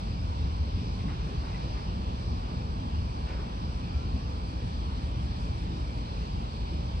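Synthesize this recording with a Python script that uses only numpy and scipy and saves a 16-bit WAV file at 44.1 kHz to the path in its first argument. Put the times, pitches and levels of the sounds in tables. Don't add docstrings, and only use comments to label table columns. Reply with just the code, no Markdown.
import sys
import numpy as np
from scipy import signal
from scipy.fft import rfft, irfft
from scipy.io import wavfile
from scipy.ndimage import map_coordinates

SR = 44100
rng = np.random.default_rng(int(sys.argv[2]) if len(sys.argv) > 2 else 0)


def put_to_file(sound):
    columns = np.atleast_2d(sound).T
    safe = np.clip(columns, -1, 1)
    whole_steps = np.round(safe * 32767)
    wavfile.write(sys.argv[1], SR, whole_steps.astype(np.int16))


N = 308700
T = np.arange(N) / SR
FREQ = np.maximum(np.arange(N // 2 + 1) * SR / N, 1)


def undb(db):
    return 10 ** (np.asarray(db) / 20)


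def pan(db):
    return undb(np.array([[db], [-db]]) / 2)


def add(out, s, sound):
    span = out[:, int(s * SR):][:, :sound.shape[-1]]
    span += sound[..., :span.shape[1]]


def bump(s, width_s):
    return np.exp(-.5 * ((T - s) / width_s) ** 2)


def walk(rate):
    knots = rng.standard_normal(512)
    coarse = map_coordinates(knots, [T[::100] * rate], order=3, mode="wrap")
    return np.interp(T, T[::100], coarse)


def colour(spectrum):
    hz, db = np.transpose(spectrum)
    octaves_outside = np.abs(np.log2(FREQ / np.clip(FREQ, hz[0], hz[-1])))
    return undb(np.interp(np.log(FREQ), np.log(hz), db) - 20 * octaves_outside) * np.sqrt(SR / 2)


def wash(spectrum, coherence, turn_rad=0, lag_ms=0):
    shared, left, right = rfft(rng.standard_normal((3, N)))
    behind = np.exp(-1j * (turn_rad + 2 * np.pi * FREQ * lag_ms / 1000))
    coherent = np.sqrt(coherence) * np.array([shared * behind, shared])
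    diffuse = np.sqrt(1 - coherence) * np.array([left, right])
    return irfft((coherent + diffuse) * colour(spectrum), N)


def shimmer(x, spread_db, rate, per_octave):
    hz, s, spectra = signal.stft(x, SR, nperseg=512)
    grid = np.meshgrid(per_octave * np.log2(1 + hz / hz[1]), rate * s, indexing="ij")
    field = map_coordinates(rng.standard_normal((64, 512)), grid, order=3, mode="wrap")
    return signal.istft(spectra * undb(spread_db * field), SR)[1][:, :N]


def scatter(x, t60_s, wet):
    t = T[:32768]
    tail = rng.standard_normal((2, len(t))) * np.exp(-np.log(1000) * t / t60_s)
    tail /= np.sqrt(np.sum(tail ** 2, axis=1, keepdims=True))
    echoes = signal.fftconvolve(np.atleast_2d(x), tail, axes=1)[:, :N]
    return np.sqrt(1 - wet) * x + np.sqrt(wet) * echoes


def shore():
    # (frequency [Hz], density [dB per Hz])
    roar_spectrum = [(100, -91), (220, -78), (420, -80.5), (600, -79.5), (850, -71), (1100, -75),
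                     (1400, -83.3), (1800, -88.5), (2600, -108)]
    hiss_spectrum = [(1000, -105), (2050, -90.5), (2370, -84), (2600, -86.5), (2950, -87), (3300, -84.5),
                     (3950, -88), (4800, -85.5), (5250, -89), (6000, -96), (6400, -102.5), (6800, -106),
                     (7800, -107.5), (8500, -112), (9400, -116), (10400, -123), (15000, -125.5)]
    # (time [s], roar level [dB], hiss level [dB])
    breeze = [(0, -1, 2), (1.1, -1.3, 2), (1.6, 1, 3), (2.05, -0.5, 1.6), (2.8, -0.5, 1), (4.2, -1, 1.3),
              (5, -1, 1.5), (7, -1, 2.1)]
    # (frequency [Hz], coherence [0-1], phase turn [rad])
    ports = [(250, .75, 2.2), (600, .8, 1.3), (850, .92, .65), (1250, .83, -.25), (1550, .66, -.6),
             (2000, .3, -.5), (2200, .35, -1.5), (2450, .6, -1.2), (2900, .38, -1.3), (3200, .52, .3),
             (3700, .48, -.1), (4000, .42, .5), (5300, .56, .4), (5900, .25, -2.4)]
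    times, *levels = np.transpose(breeze)
    roar_db, hiss_db = (np.interp(T, times, db - db.mean()) for db in levels)
    hz, *columns = np.transpose(ports)
    coherence, turn = (np.interp(FREQ, hz, column) for column in columns)
    roar = wash(roar_spectrum, coherence, turn, lag_ms=.44) * undb(roar_db + 0.13 * walk(6.1))
    hiss = wash(hiss_spectrum, coherence, turn, lag_ms=.44) * undb(hiss_db + 0.19 * walk(12))
    return shimmer(roar * pan(db=-1.5) + hiss * pan(db=.5), spread_db=1.09, rate=9, per_octave=6)


def high_hiss():
    # (frequency [Hz], density [dB per Hz])
    spectrum = [(6000, -114), (7900, -115), (8030, -102), (8800, -108.5), (9500, -117), (10200, -132)]
    hiss = wash(spectrum, coherence=.75, lag_ms=.38) * pan(db=-9)
    return shimmer(hiss, spread_db=1.2, rate=15, per_octave=8.8)


def gull():
    # (time [s], length [s], first pitch [Hz], last pitch [Hz], level [dB])
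    calls = [(0.885, 0.29, 970, 1122, -54.5), (3.867, 0.28, 1200, 1443, -58.5),
             (3.982, 0.42, 1036, 1170, -59)]
    out = 0
    for s, length, first_hz, last_hz, db in calls:
        progress = np.clip((T - s) / length, 0, 1)
        hz = first_hz + (last_hz - first_hz) * np.sin(np.pi / 2 * progress)
        hz *= 1 + .022 * walk(70)
        out += undb(db) * np.sin(np.pi * progress) * np.sin(2 * np.pi * np.cumsum(hz) / SR)
    return scatter(out, t60_s=.4, wet=0.28)


def bubble(hz, ring_s, glide=0.081, size=2048):
    t = T[:size]
    age = t / ring_s
    envelope = (1 - np.exp(-(t * hz) ** 2)) * np.exp(-np.log(100) * age)
    return envelope * np.sin(2 * np.pi * hz * t * (1 + glide * age))


def water(count=320, ring_cycles=7):
    # (time [s], level [dB], centre pitch [Hz], fade [s], pitch spread [natural log])
    laps = [(0.941, -62, 1140, 0.03, 0.19), (.99, -57, 2370, .028, 0.11), (1.072, -54.5, 1880, 0.04, 0.18),
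            (1.08, -52, 900, .028, 0.31), (1.159, -60, 1940, 0.081, 0.35), (1.235, -50, 412, 0.048, 0.28),
            (1.425, -53.5, 1070, 0.036, 0.34), (1.42, -60.5, 2470, 0.14, 0.24),
            (1.61, -53.5, 606, 0.13, 0.24), (1.73, -57.5, 1690, 0.046, 0.34),
            (2.46, -58, 1050, 0.045, 0.082), (3.25, -52.5, 1960, .066, 0.52),
            (3.27, -52.5, 468, 0.11, 0.33), (3.365, -54, 1110, 0.041, 0.18), (4.13, -51, 557, 0.031, 0.3),
            (4.88, -58, 990, 0.036, 0.34), (5.69, -48, 284, 0.06, 0.13)]
    # (time [s], level [dB], pitch [Hz], ring time [s])
    plips = [(1.061, -37.5, 291, 0.18), (1.29, -50, 526, 0.11), (1.325, -40, 413, 0.11),
             (1.545, -43.5, 1980, 0.056)]
    out = np.zeros((2, N))
    for s, db, hz, fade, spread in laps:
        pitch = hz * np.exp(spread * np.clip(rng.standard_normal((count, 1)), -2, 2))
        strength, sides = rng.uniform(0.94, 1, count), rng.uniform(-1, 1, count)
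        cloud = strength[:, None] * bubble(pitch, ring_cycles / pitch)
        cloud *= undb(db) * np.sqrt(2 * fade * SR / np.sum(cloud ** 2))
        starts = s - fade * np.log(rng.random(size=(count, 3))).mean(1)
        for start, side, ring in zip(starts, sides, cloud):
            add(out, start, pan(db=4.5 * side) * ring)
    for s, db, hz, ring_s in plips:
        add(out, s, undb(db) * bubble(hz, ring_s, glide=0.033, size=8192))
    return scatter(out, t60_s=0.082, wet=0.11)


def cicada(period_s=.1835, stray_s=.005, uneven_db=1.5, click_hz=220):
    # (frequency [Hz], density [dB per Hz])
    spectrum = [(4000, -111), (4900, -97), (6300, -106.5), (7500, -105.5), (8500, -102.5), (9400, -105),
                (10100, -112.5), (10900, -130)]
    # (start [s], end [s])
    runs = [(.09, .35), (1.11, 2.5), (3.59, 6.05), (6.22, 6.9)]
    # (time [s], level [dB])
    effort = [(0, -10), (1.1, -10), (1.7, -8), (2.8, -10), (3.6, -10), (4.85, -3), (5.6, -.5), (6.25, -3),
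              (6.8, -10)]
    power = np.zeros(N)
    for start, end in runs:
        for s in np.arange(start, end, period_s):
            pulse = bump(s + stray_s * rng.standard_normal(), width_s=.032)
            power += pulse * undb(uneven_db * rng.standard_normal())
    envelope = undb(np.interp(T, *np.transpose(effort))) * np.sqrt(power)
    click_rate = click_hz * (1 + 0.052 * walk(33))
    tymbal = 1 + .5 * np.sin(2 * np.pi * np.cumsum(click_rate) / SR)
    return wash(spectrum, coherence=.65, lag_ms=.38) * pan(db=-7) * envelope * tymbal


def drone(hz, db, waver_db, wander_rad, turn_rad):
    phase = 2 * np.pi * (hz * T + rng.random()) + wander_rad * walk(2.01)
    return np.sqrt(2) * undb(db + waver_db * walk(2.234)) * np.sin([phase - turn_rad, phase])


def generators(cycle_hz=19.45):
    # (multiple of the cycle rate, level [dB])
    orders = [(2, -57), (6, -43.5), (9, -52), (12, -57.5), (13, -66.5), (15, -64), (18, -68), (20, -79),
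              (21, -71), (22, -65), (23, -65), (24, -70.5), (25, -80.5), (26, -64), (28, -70.5),
              (30, -72.5), (32, -75), (34, -78.5)]
    return sum(drone(n * cycle_hz, db, waver_db=1.0, wander_rad=0.54, turn_rad=0.38) for n, db in orders)


def fans():
    # (frequency [Hz], level [dB])
    tones = [(29.3, -70), (35.8, -49.5), (42.5, -59), (48.56, -42), (54.5, -38), (64.56, -40), (70, -40),
             (71.1, -42.5), (73.9, -45), (90.6, -46.5), (95.4, -45)]
    # (time [s], level [dB])
    fade = [(0, -34.5), (.6, -39.5), (1.15, -47), (7, -44.5)]
    steady = sum(drone(hz, db, waver_db=0.3, wander_rad=0.41, turn_rad=0.26) for hz, db in tones)
    hum_db = np.interp(T, *np.transpose(fade))
    return steady + drone(hz=80.95, db=hum_db, waver_db=4.6, wander_rad=0.29, turn_rad=.35)


def ship(lull_db=-4):
    # (frequency [Hz], density [dB per Hz])
    rumble = [(20, -89.5), (29, -78), (38, -64.5), (46, -60), (55, -54.5), (68, -51.5), (82, -54.5),
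              (108, -59.5), (145, -60), (190, -62), (280, -68.5), (400, -77), (700, -85.5), (1500, -115)]
    # (time [s], rise above the lull [dB])
    throbs = [(.09, -1), (.28, 11.5), (.47, 5), (.62, 8), (.77, 9), (2.08, 8.5), (2.33, 8), (2.98, 11),
              (3.32, 9), (3.98, 5), (4.14, 5), (4.35, 6.5), (4.6, 1.5), (5.2, 4), (5.46, 7.5), (6.38, 16)]
    exhaust = wash(rumble, coherence=1.0, turn_rad=0.42)
    sound = exhaust + generators() + fans()
    deep, lows = (irfft(rfft(sound) / (1 + (FREQ / edge_hz) ** 8), N) for edge_hz in (56, 96))
    throb_db = sum(db * bump(s, width_s=0.018) for s, db in throbs)
    body = (lows - deep) * undb(lull_db + throb_db)
    upper = shimmer(sound - lows, spread_db=2.5, rate=12, per_octave=4.985)
    return (deep + body) * pan(db=0.7) + upper * pan(db=-0.4)


def scene():
    return ship() + shore() + cicada() + high_hiss() + water() + gull()


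def record(dry):
    top_hz = 15200
    return signal.sosfilt(signal.ellip(8, .2, 70, top_hz, fs=SR, output="sos"), dry)


dry = scene()
out = record(dry)
put_to_file(out)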